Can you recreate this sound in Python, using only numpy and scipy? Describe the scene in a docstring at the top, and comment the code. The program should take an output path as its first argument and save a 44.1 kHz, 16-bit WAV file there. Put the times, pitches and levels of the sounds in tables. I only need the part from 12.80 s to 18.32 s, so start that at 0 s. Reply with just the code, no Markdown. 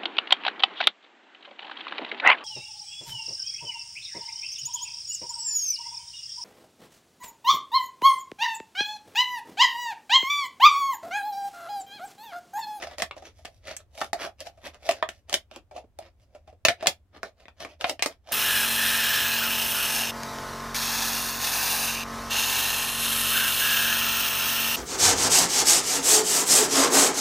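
"""Scissors cutting a plastic bottle

Scissors work through a thin bottle held over a workbench in a small, dry room with a faint rumble.
The blades rasp along the cut and click once. The wall snaps and buckles, and the air inside gives
a hollow note. The holding hand dents the wall with soft pops and sometimes bumps the whole bottle."""
import sys
import numpy as np
from scipy import signal
from scipy.fft import rfft, irfft, next_fast_len
from scipy.io import wavfile

SR = 44100
rng = np.random.default_rng(int(sys.argv[2]) if len(sys.argv) > 2 else 0)


def pcm_store(signal):
    """Save signal as 16-bit PCM."""
    levels = np.round(np.clip(np.atleast_2d(signal), -1, 1) * 32767)
    wavfile.write(sys.argv[1], SR, levels.astype(np.int16).T)


N = 243428

# Tone of the room's rumble and hiss: pitch_hz, relative_db
RUMBLE_TONE = [(20, -17), (50, -5.5), (80, 3.5), (110, -8.5), (150, -20), (250, -22), (400, -26.5),
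               (650, -28), (1000, -35), (4000, -47.5), (14000, -54)]
# How long the room takes to fade by 60 dB: pitch_hz, fade_s
ROOM_FADE = [(150, 0.11), (400, 0.15), (1000, 0.12), (3000, 0.12), (8000, 0.1), (15000, 0.12)]
# How alike the echo is on the left and right (1 = the same): pitch_hz, likeness
ROOM_LIKENESS = [(250, .97), (650, .8), (1500, .45), (4000, .1)]
# Strokes of blades and fingers: peak_s, length_s, relative_db, air_vs_rasp_db, tilt_db_per_octave
STROKES = [(0.035, .15, -39.5, 2, -1), (0.117, .07, -45.5, -5, -1), (0.198, .04, -37, 5.5, 3.5),
           (0.378, .08, -52.5, -1, -1), (0.46, .1, -46.5, -14.5, -3), (0.597, .17, -62, -9, 3.5),
           (0.674, .06, -55.5, 7, 2), (0.747, .15, -65.5, -9, 4.5), (0.895, .11, -37.5, -1.5, -1.5),
           (0.996, .06, -54.5, -0.5, -2), (1.211, .13, -39.5, 0.5, 2.5), (1.429, .1, -31.5, -5.5, -1),
           (1.612, .05, -40.5, 1, 0), (1.666, .07, -45.5, -0.5, 2), (1.782, .15, -69.5, 7, 3),
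           (1.862, .08, -38, -4, -1), (1.947, .05, -51.5, -4, -2.5), (2.094, .14, -38, 1, 0.5),
           (2.186, .09, -52, 3, -3.5), (2.344, .13, -61, -5.5, 3.5), (2.515, .06, -44, 3.5, 0),
           (2.751, .08, -49.5, -8, -3.5), (2.972, .08, -49, 11, -1), (3.239, .11, -53.5, -1, -3),
           (3.42, .09, -67.5, -1, 3), (3.559, .2, -72.5, 10, 1), (3.694, .09, -66.5, 3, -3),
           (4.049, .13, -47, 4, -4), (4.358, .06, -48.5, -5, -5), (4.459, .08, -49.5, 4.5, -1),
           (4.612, .09, -60, 1.5, -1.5), (4.822, .08, -39, -2.5, -1.5), (4.897, .11, -52.5, 0.5, -2.5),
           (5.022, .04, -40, 2, 2), (5.085, .09, -37, 5, 3), (5.251, .04, -45, 0.5, 8),
           (5.308, .07, -50.5, -14, -1), (5.515, .1, -41, 5.5, 0)]
# Tone of rubbed plastic: pitch_hz, relative_db
RASP_TONE = [(500, -9), (1000, -0.5), (2400, 0), (4000, -2), (6000, -4.5), (8000, -15.5), (11500, -14),
             (15500, -33)]
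# Notes of the air in the bottle: pitch_hz, width_hz, relative_db
AIR_NOTES = [(586.7, 8, -3), (579, 110, 4), (675, 13, 1), (835, 20, -11), (780, 31, -16.5)]
# Notes of the shell, the stiff part of the bottle: pitch_hz, width_hz, relative_db
SHELL_NOTES = [(1290, 180, -1), (1800, 53, 4), (2480, 200, -3), (2780, 25, 1.5), (3540, 120, 0),
               (5000, 28, -8), (4950, 260, -0.5), (5420, 150, -1.5)]
# Snaps of the wall: start_s, shell_db, air_db, wall_db, crack_db, air_hz, shell_hz
# shell_db sets how strong the snap is; the other three levels are relative to it.
WALL_SNAPS = [(0.027, -34, -11, -11, -12, 614, 1700), (0.1834, -39.5, -5, -2, 2.5, 680, 2640),
              (0.2013, -34.5, -3.5, -10, -9, 668, 1790), (0.2211, -24.5, -3, -7, -2, 652, 1830),
              (0.3109, -36.5, -9.5, -1.5, -18.5, 600, 2000), (0.6498, -48.5, 7, -5.5, -0.5, 665, 2180),
              (0.654, -38.5, -5, -9.5, -4, 680, 2150), (1.215, -30, 4.5, 3.5, -8, 820, 1965),
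              (1.2445, -46, 4, 6, 1.5, 810, 2035), (1.3313, -30, 8, -5.5, -1, 655, 1730),
              (1.6045, -50.5, -7, -7, 11.5, 630, 2610), (2.0905, -24, 9.5, -3.5, -5.5, 634, 2450),
              (2.111, -30, -3.5, -8, -2, 676, 2790), (2.2259, -27.5, 5.5, 6.5, -18, 666, 2100),
              (2.2896, -34, -5.5, -7.5, -4.5, 660, 1890), (2.496, -41.5, -9.5, -3, 1.5, 673, 3300),
              (2.528, -30.5, -1.5, -10.5, 2, 549, 3375), (2.5409, -19, -10, -18, -1, 542, 3375),
              (2.713, -48.5, 2, -7.5, -9, 646, 2750), (2.7611, -45.5, -12.5, -3, -1.5, 552, 2780),
              (3.1883, -52, 18.5, -3, 6, 673, 2400), (3.8506, -14, -4, -9.5, -2.5, 592, 2630),
              (3.8847, -15, -3, -11, -6.5, 684, 1830), (4.009, -44, -10, -16, -13, 673, 1720),
              (4.0598, -32, 4.5, 1, -13, 760, 3460), (4.0701, -17, -5, -14, 2, 615, 3460),
              (4.4313, -40.5, 7.5, 9, -0.5, 651, 2190), (4.604, -60, 0, -7, -6.5, 616, 2400),
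              (4.6555, -50.5, -4, -10, -19, 560, 2460), (4.6827, -47.5, -4, -1.5, -13.5, 576, 2440),
              (4.8495, -38.5, 1, -0.5, -9, 663, 2300), (5.0106, -34, -9.5, -4, -6, 712, 2820),
              (5.0429, -22.5, 1, -3.5, -19, 692, 2400), (5.0959, -29, 0, -12, 2, 684, 2850),
              (5.194, -34.5, -7.5, -13, -14, 678, 2450), (5.2236, -20, -11.5, -10, -1.5, 683, 2370),
              (5.26, -31, 2, 0.5, 5, 560, 2110)]
# Dents made by the fingers: start_s, air_level_db, air_pitch_hz
FINGER_POPS = [(0.1137, -42.5, 608), (0.3655, -40, 594), (0.4225, -43, 624), (0.5887, -53, 630),
               (1.4605, -33.5, 710), (1.6667, -39.5, 694), (1.7755, -51, 620), (2.9119, -43.5, 670),
               (2.9635, -37, 655), (3.041, -61.5, 570), (3.549, -42.5, 548), (3.6764, -45, 689),
               (3.727, -56, 692), (4.026, -26, 635)]
# Steel meeting steel: start_s, level_db
CLICKS = [(0.9659, -35)]
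# Notes of the blades: pitch_hz, width_hz, relative_db
STEEL_NOTES = [(2280, 1900, -7.5), (6420, 410, 4.5), (7660, 970, 2), (11300, 970, -6)]
# Bumps against the palm: start_s, level_db
PALM_BUMPS = [(1.2445, -53), (2.765, -40.5), (3.04, -51.5), (3.727, -53), (4.4314, -37.5), (4.8495, -39.5),
              (5.108, -38.5), (5.26, -33)]

SIZE, LEAD = 16384, 64  # samples in one short sound, and of those, samples before it starts
T = np.arange(SIZE) / SR
HZ = np.fft.rfftfreq(SIZE, 1 / SR) + 1e-3
HIT_GAIN = np.sqrt(SR / 100)  # makes a hit's level count as if its energy were spread over 10 ms
AIR_HZ, SHELL_HZ, THUD_HZ = 650, 2400, 312  # a light touch: air note, shell note, low edge of the thud


def amp(db):
    """Turn decibels into a gain."""
    return 10 ** (np.asarray(db) / 20)


def along(points, hz):
    """Read between the (pitch_hz, value) rows of a table, with octaves evenly spaced."""
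    pitches, values = np.transpose(points)
    return np.interp(np.log(hz + 1), np.log(pitches), values)


def norm(x):
    """Scale to an average energy of 1 per channel."""
    return x / np.sqrt(np.mean(np.sum(x ** 2, axis=-1)) + 1e-30)


def add(track, start_s, sound):
    """Mix a short sound into the track, fading out its end."""
    start = round(start_s * SR) - LEAD
    lo, hi = max(start, 0), max(min(start + SIZE, N), start)
    faded = sound * np.minimum(1, 10 * (1 - T / T[-1])) ** 2
    track[:, lo:hi] += faded[:, lo - start:hi - start]


def slope(ratio, order):
    """Filter gain: hz / corner keeps the lows, corner / hz keeps the highs."""
    return 1 / np.sqrt(1 + ratio ** (2 * order))


def band(low_hz, high_hz, order=4):
    """Filter gain that falls away below low_hz and above high_hz."""
    return slope(low_hz / HZ, order) * slope(HZ / high_hz, order)


def notes(rows):
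    """Filter gain with a ringing peak for each (pitch_hz, width_hz, relative_db) row."""
    return np.sqrt(sum((amp(db) * HZ * width) ** 2 / ((hz * hz - HZ ** 2) ** 2 + (HZ * width) ** 2)
                       for hz, width, db in rows))


def ring_parts(push, parts):
    """A push sets several parts ringing, each given as (level_db, filter gain)."""
    drive = rfft(push, SIZE)
    drive_power = np.mean(np.abs(drive) ** 2, axis=0) * 2 / SIZE
    power = sum(amp(db) ** 2 * gain ** 2 / np.sum(drive_power * gain ** 2) for db, gain in parts)
    # Build the filter so that the ringing comes after the push, never before (minimum phase).
    cepstrum = irfft(np.log(power + 1e-8 * power.max()) / 2)
    cepstrum[1:SIZE // 2] *= 2
    cepstrum[SIZE // 2 + 1:] = 0
    return irfft(drive * np.exp(rfft(cepstrum)))


def noise_pair(likeness):
    """Left and right spectra of two partly alike noises."""
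    turn = np.arccos(np.clip(likeness, -1, 1)) / 2
    mid, side = rfft(rng.standard_normal((2, SIZE)))
    mid, side = np.cos(turn) * mid, np.sin(turn) * side
    return np.array([mid + side, mid - side])


def in_room(x, echo_db, lag_samples=2.16, build_s=0.0015):
    """Sound reaches the right side just before the left; then the bench and walls echo it."""
    noise = irfft(noise_pair(along(ROOM_LIKENESS, HZ)))
    hz, t, slices = signal.stft(noise, SR, nperseg=256)
    fade = amp(-60 * t / along(ROOM_FADE, hz)[:, None])
    echo = signal.istft(slices * fade, SR, nperseg=256)[1][:, :SIZE]
    echo = norm(echo * (1 - np.exp(-(T / build_s) ** 2)))
    direct = np.exp(-1j * np.pi * HZ / SR * lag_samples * np.array([[1], [-1]]))
    heard = irfft(rfft(x, SIZE) * (direct + amp(echo_db) * rfft(echo)))
    return np.pad(heard, ((0, 0), (LEAD, 0)))[:, :SIZE]


def burst(fade_s, low_hz=750, spread_hz=4000, jumps=4):
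    """A few quick jumps send waves to and fro in the material; the short waves spread every way."""
    waves = irfft(noise_pair(slope(HZ / spread_hz, order=1)) * slope(low_hz / HZ, order=1))
    gaps_s = .0012 * rng.uniform(.3, 1.5, jumps)
    jump_samples = ((np.cumsum(gaps_s) - gaps_s[0]) * SR).astype(int)
    spikes = np.bincount(jump_samples, 0.54 ** np.arange(jumps), SIZE)
    return norm(waves * amp(-60 * T / fade_s)) + 0.56 * norm(spikes)


def room_rumble(level_db=-59.5, ebb_db_per_s=0.57):
    """A low rumble, alike on both sides, lies under a thin, wide hiss; both slowly grow quieter."""
    hz = np.fft.rfftfreq(N, 1 / SR)
    width = amp(along([(200, -13), (3000, -1)], hz))
    mid, side = rfft(rng.standard_normal((2, N))) * amp(along(RUMBLE_TONE, hz))
    noise = np.sqrt(N) * norm(irfft([mid + width * side, mid - width * side], N))
    ebb_db = ebb_db_per_s * (np.arange(N) - N / 2) / SR
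    return amp(level_db - ebb_db) * noise


def stick_and_slip(speed, slips_per_s=1000, clumps_per_s=170):
    """One touching point catches and lets go of the plastic in tiny, uneven slips that come in clumps."""
    clumps = np.interp(T * clumps_per_s, np.arange(SIZE), rng.standard_normal(SIZE))
    sizes_db = 4.5 * np.minimum(rng.standard_normal(SIZE), 2) + 3 * clumps
    slipping = rng.random(SIZE) < slips_per_s / SR
    crackle = speed * slipping * rng.standard_normal(SIZE) * amp(sizes_db)
    grain = signal.fftconvolve(crackle[None], burst(fade_s=.007)[:, :512], axes=1)
    return in_room(grain, echo_db=-3)


def rubs(contacts=3):
    """Each stroke swells and fades; its slips rasp in the shell and stir the air inside."""
    out = np.zeros((2, N))
    rasp = amp(along(RASP_TONE, HZ)) * slope(850 / HZ, order=3)
    air = notes(AIR_NOTES) * band(570, 800, order=5)
    thud = band(240, 480, order=3)
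    for peak_s, length_s, level_db, air_db, tilt in STROKES:
        speed = amp(-19 * np.abs(2 * (T - length_s) / length_s) ** 1.7)
        grain = sum(stick_and_slip(speed) for _ in range(contacts))
        bend = rng.uniform(.93, 1.07)  # the grip bends the shell and shifts its notes
        ring = np.hypot(1, .6 * notes([(hz * bend, width, db) for hz, width, db in SHELL_NOTES]))
        brightness = amp(tilt * np.log2(np.clip(HZ, 1200, 9000) / 2500))
        thud_db = -10.5 - 2 * tilt  # soft, dull strokes shake the bottle more than a sharp edge
        sound = ring_parts(grain, [(0, rasp * ring * brightness), (air_db, air), (thud_db, thud)])
        add(out, peak_s - length_s, amp(level_db) * np.linalg.norm(speed) * sound)
    return out


def buckle(air_hz, shell_hz, fade_s, *, thud_db, wall_db, crack_db,
           air_db=0, shell_db=0, thud_hz=THUD_HZ):
    """The plastic jumps, shaking the bottle, its air, the slack wall, the shell and the tear's tip."""
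    ring = np.hypot(1, notes(SHELL_NOTES))
    thud = slope(thud_hz / HZ, order=2) * slope(HZ / 450, order=5)
    air = band(570, 800, order=8) * notes([(air_hz, 115, 0)])
    wall = band(1200, 1000) * ring
    shell = band(1600, 3700, order=6) * np.hypot(ring, notes([(shell_hz, 330, 7)]))
    crack = ring * slope(3800 / HZ, order=5) * slope(HZ / 5900, order=2) * slope(HZ / 12500, order=3)
    crack *= (np.maximum(HZ, 5000) / 5000) ** (0.02 * (crack_db - shell_db))  # harder cracks reach higher
    parts = [(thud_db, thud), (air_db, air), (wall_db, wall), (shell_db, shell), (crack_db, crack)]
    return HIT_GAIN * ring_parts(in_room(burst(fade_s), echo_db=-4.5), parts)


def snaps(typical_db=-27.5):
    """The blades break through or the wall flips over; harder snaps ring longer and thud deeper."""
    out = np.zeros((2, N))
    for start_s, level_db, air_db, wall_db, crack_db, air_hz, shell_hz in WALL_SNAPS:
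        force_db = level_db - typical_db
        # A snap that moves much air also thuds; a hard one mostly rings the shell.
        thud_db = -11 + 0.33 * air_db - 0.27 * force_db
        thud_hz = THUD_HZ * amp(-0.56 * max(force_db, 0))
        fade_s = .02 * amp(0.26 * force_db)
        snap = buckle(air_hz, shell_hz, fade_s, thud_hz=thud_hz,
                      thud_db=thud_db, air_db=air_db, wall_db=wall_db, crack_db=crack_db)
        add(out, start_s, amp(level_db) * snap)
    return out


def crinkles():
    """Somewhere in each stroke the plastic gives one small tick, louder in a firmer stroke."""
    out = np.zeros((2, N))
    for peak_s, length_s, stroke_db, _, _ in STROKES:
        when, size, pitch = rng.uniform(-1.1, 1, 3)
        tick = buckle(AIR_HZ * (1 + .08 * pitch), SHELL_HZ * (1 + .2 * pitch), fade_s=0.011,
                      thud_db=-16.5, air_db=-0.5, wall_db=-11, crack_db=-3)
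        tick_db = stroke_db - 9.5 + 8.5 * size
        add(out, peak_s + when * length_s / 4, amp(tick_db) * tick)
    return out


def finger_pops():
    """A change of grip dents the wall, and mostly the air inside answers with a hollow pop."""
    out = np.zeros((2, N))
    for start_s, level_db, air_hz in FINGER_POPS:
        pop = buckle(air_hz, SHELL_HZ, fade_s=0.084,
                     thud_db=-13.5, wall_db=-15, shell_db=-15.5, crack_db=-18.5)
        add(out, start_s, amp(level_db) * pop)
    return out


def knocks(hits, tone, fade_s):
    """Each (start_s, level_db) hit briefly rings an object with the given tone."""
    out = np.zeros((2, N))
    for start_s, level_db in hits:
        push = in_room(burst(fade_s), echo_db=-7.5)
        add(out, start_s, HIT_GAIN * ring_parts(push, [(level_db, tone)]))
    return out


def blade_click():
    """The open blades meet with a thin, bright click."""
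    steel = notes(STEEL_NOTES) * slope(HZ / 12000, order=4)
    return knocks(CLICKS, steel, fade_s=0.034)


def palm_bumps():
    """The bottle shifts in the grip and thumps as a whole."""
    return knocks(PALM_BUMPS, band(229, 460), fade_s=0.041)


def center_lows(x, below_hz=400):
    """Low sounds have long waves, which reach left and right alike."""
    mid, side = (x[0] + x[1]) / 2, (x[0] - x[1]) / 2
    hz = np.fft.rfftfreq(N, 1 / SR) + 1
    side = irfft(rfft(side) * slope(below_hz / hz, order=2), N)
    return np.array([mid + side, mid - side])


def scene():
    """Mix the bottle and scissors, a little to the right, over the room's rumble."""
    cutting = amp(-0.81) * snaps() + finger_pops() + palm_bumps() + crinkles()
    cutting += amp(-1.89) * rubs() + blade_click()
    return center_lows(cutting) * amp([[-.4], [.4]]) + room_rumble()


def record(dry, ceiling=.88, top_hz=16050):
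    """Round off the loudest peaks and cut away the very highest treble."""
    rounded = dry / (1 + (dry / ceiling) ** 8) ** (1 / 8)
    size = next_fast_len(N + SIZE)
    treble_cut = 1 / (1 + (np.fft.rfftfreq(size, 1 / SR) / top_hz) ** 120)
    return irfft(rfft(rounded, size) * treble_cut, size)[:, :N]


dry = scene()
out = record(dry)
pcm_store(out)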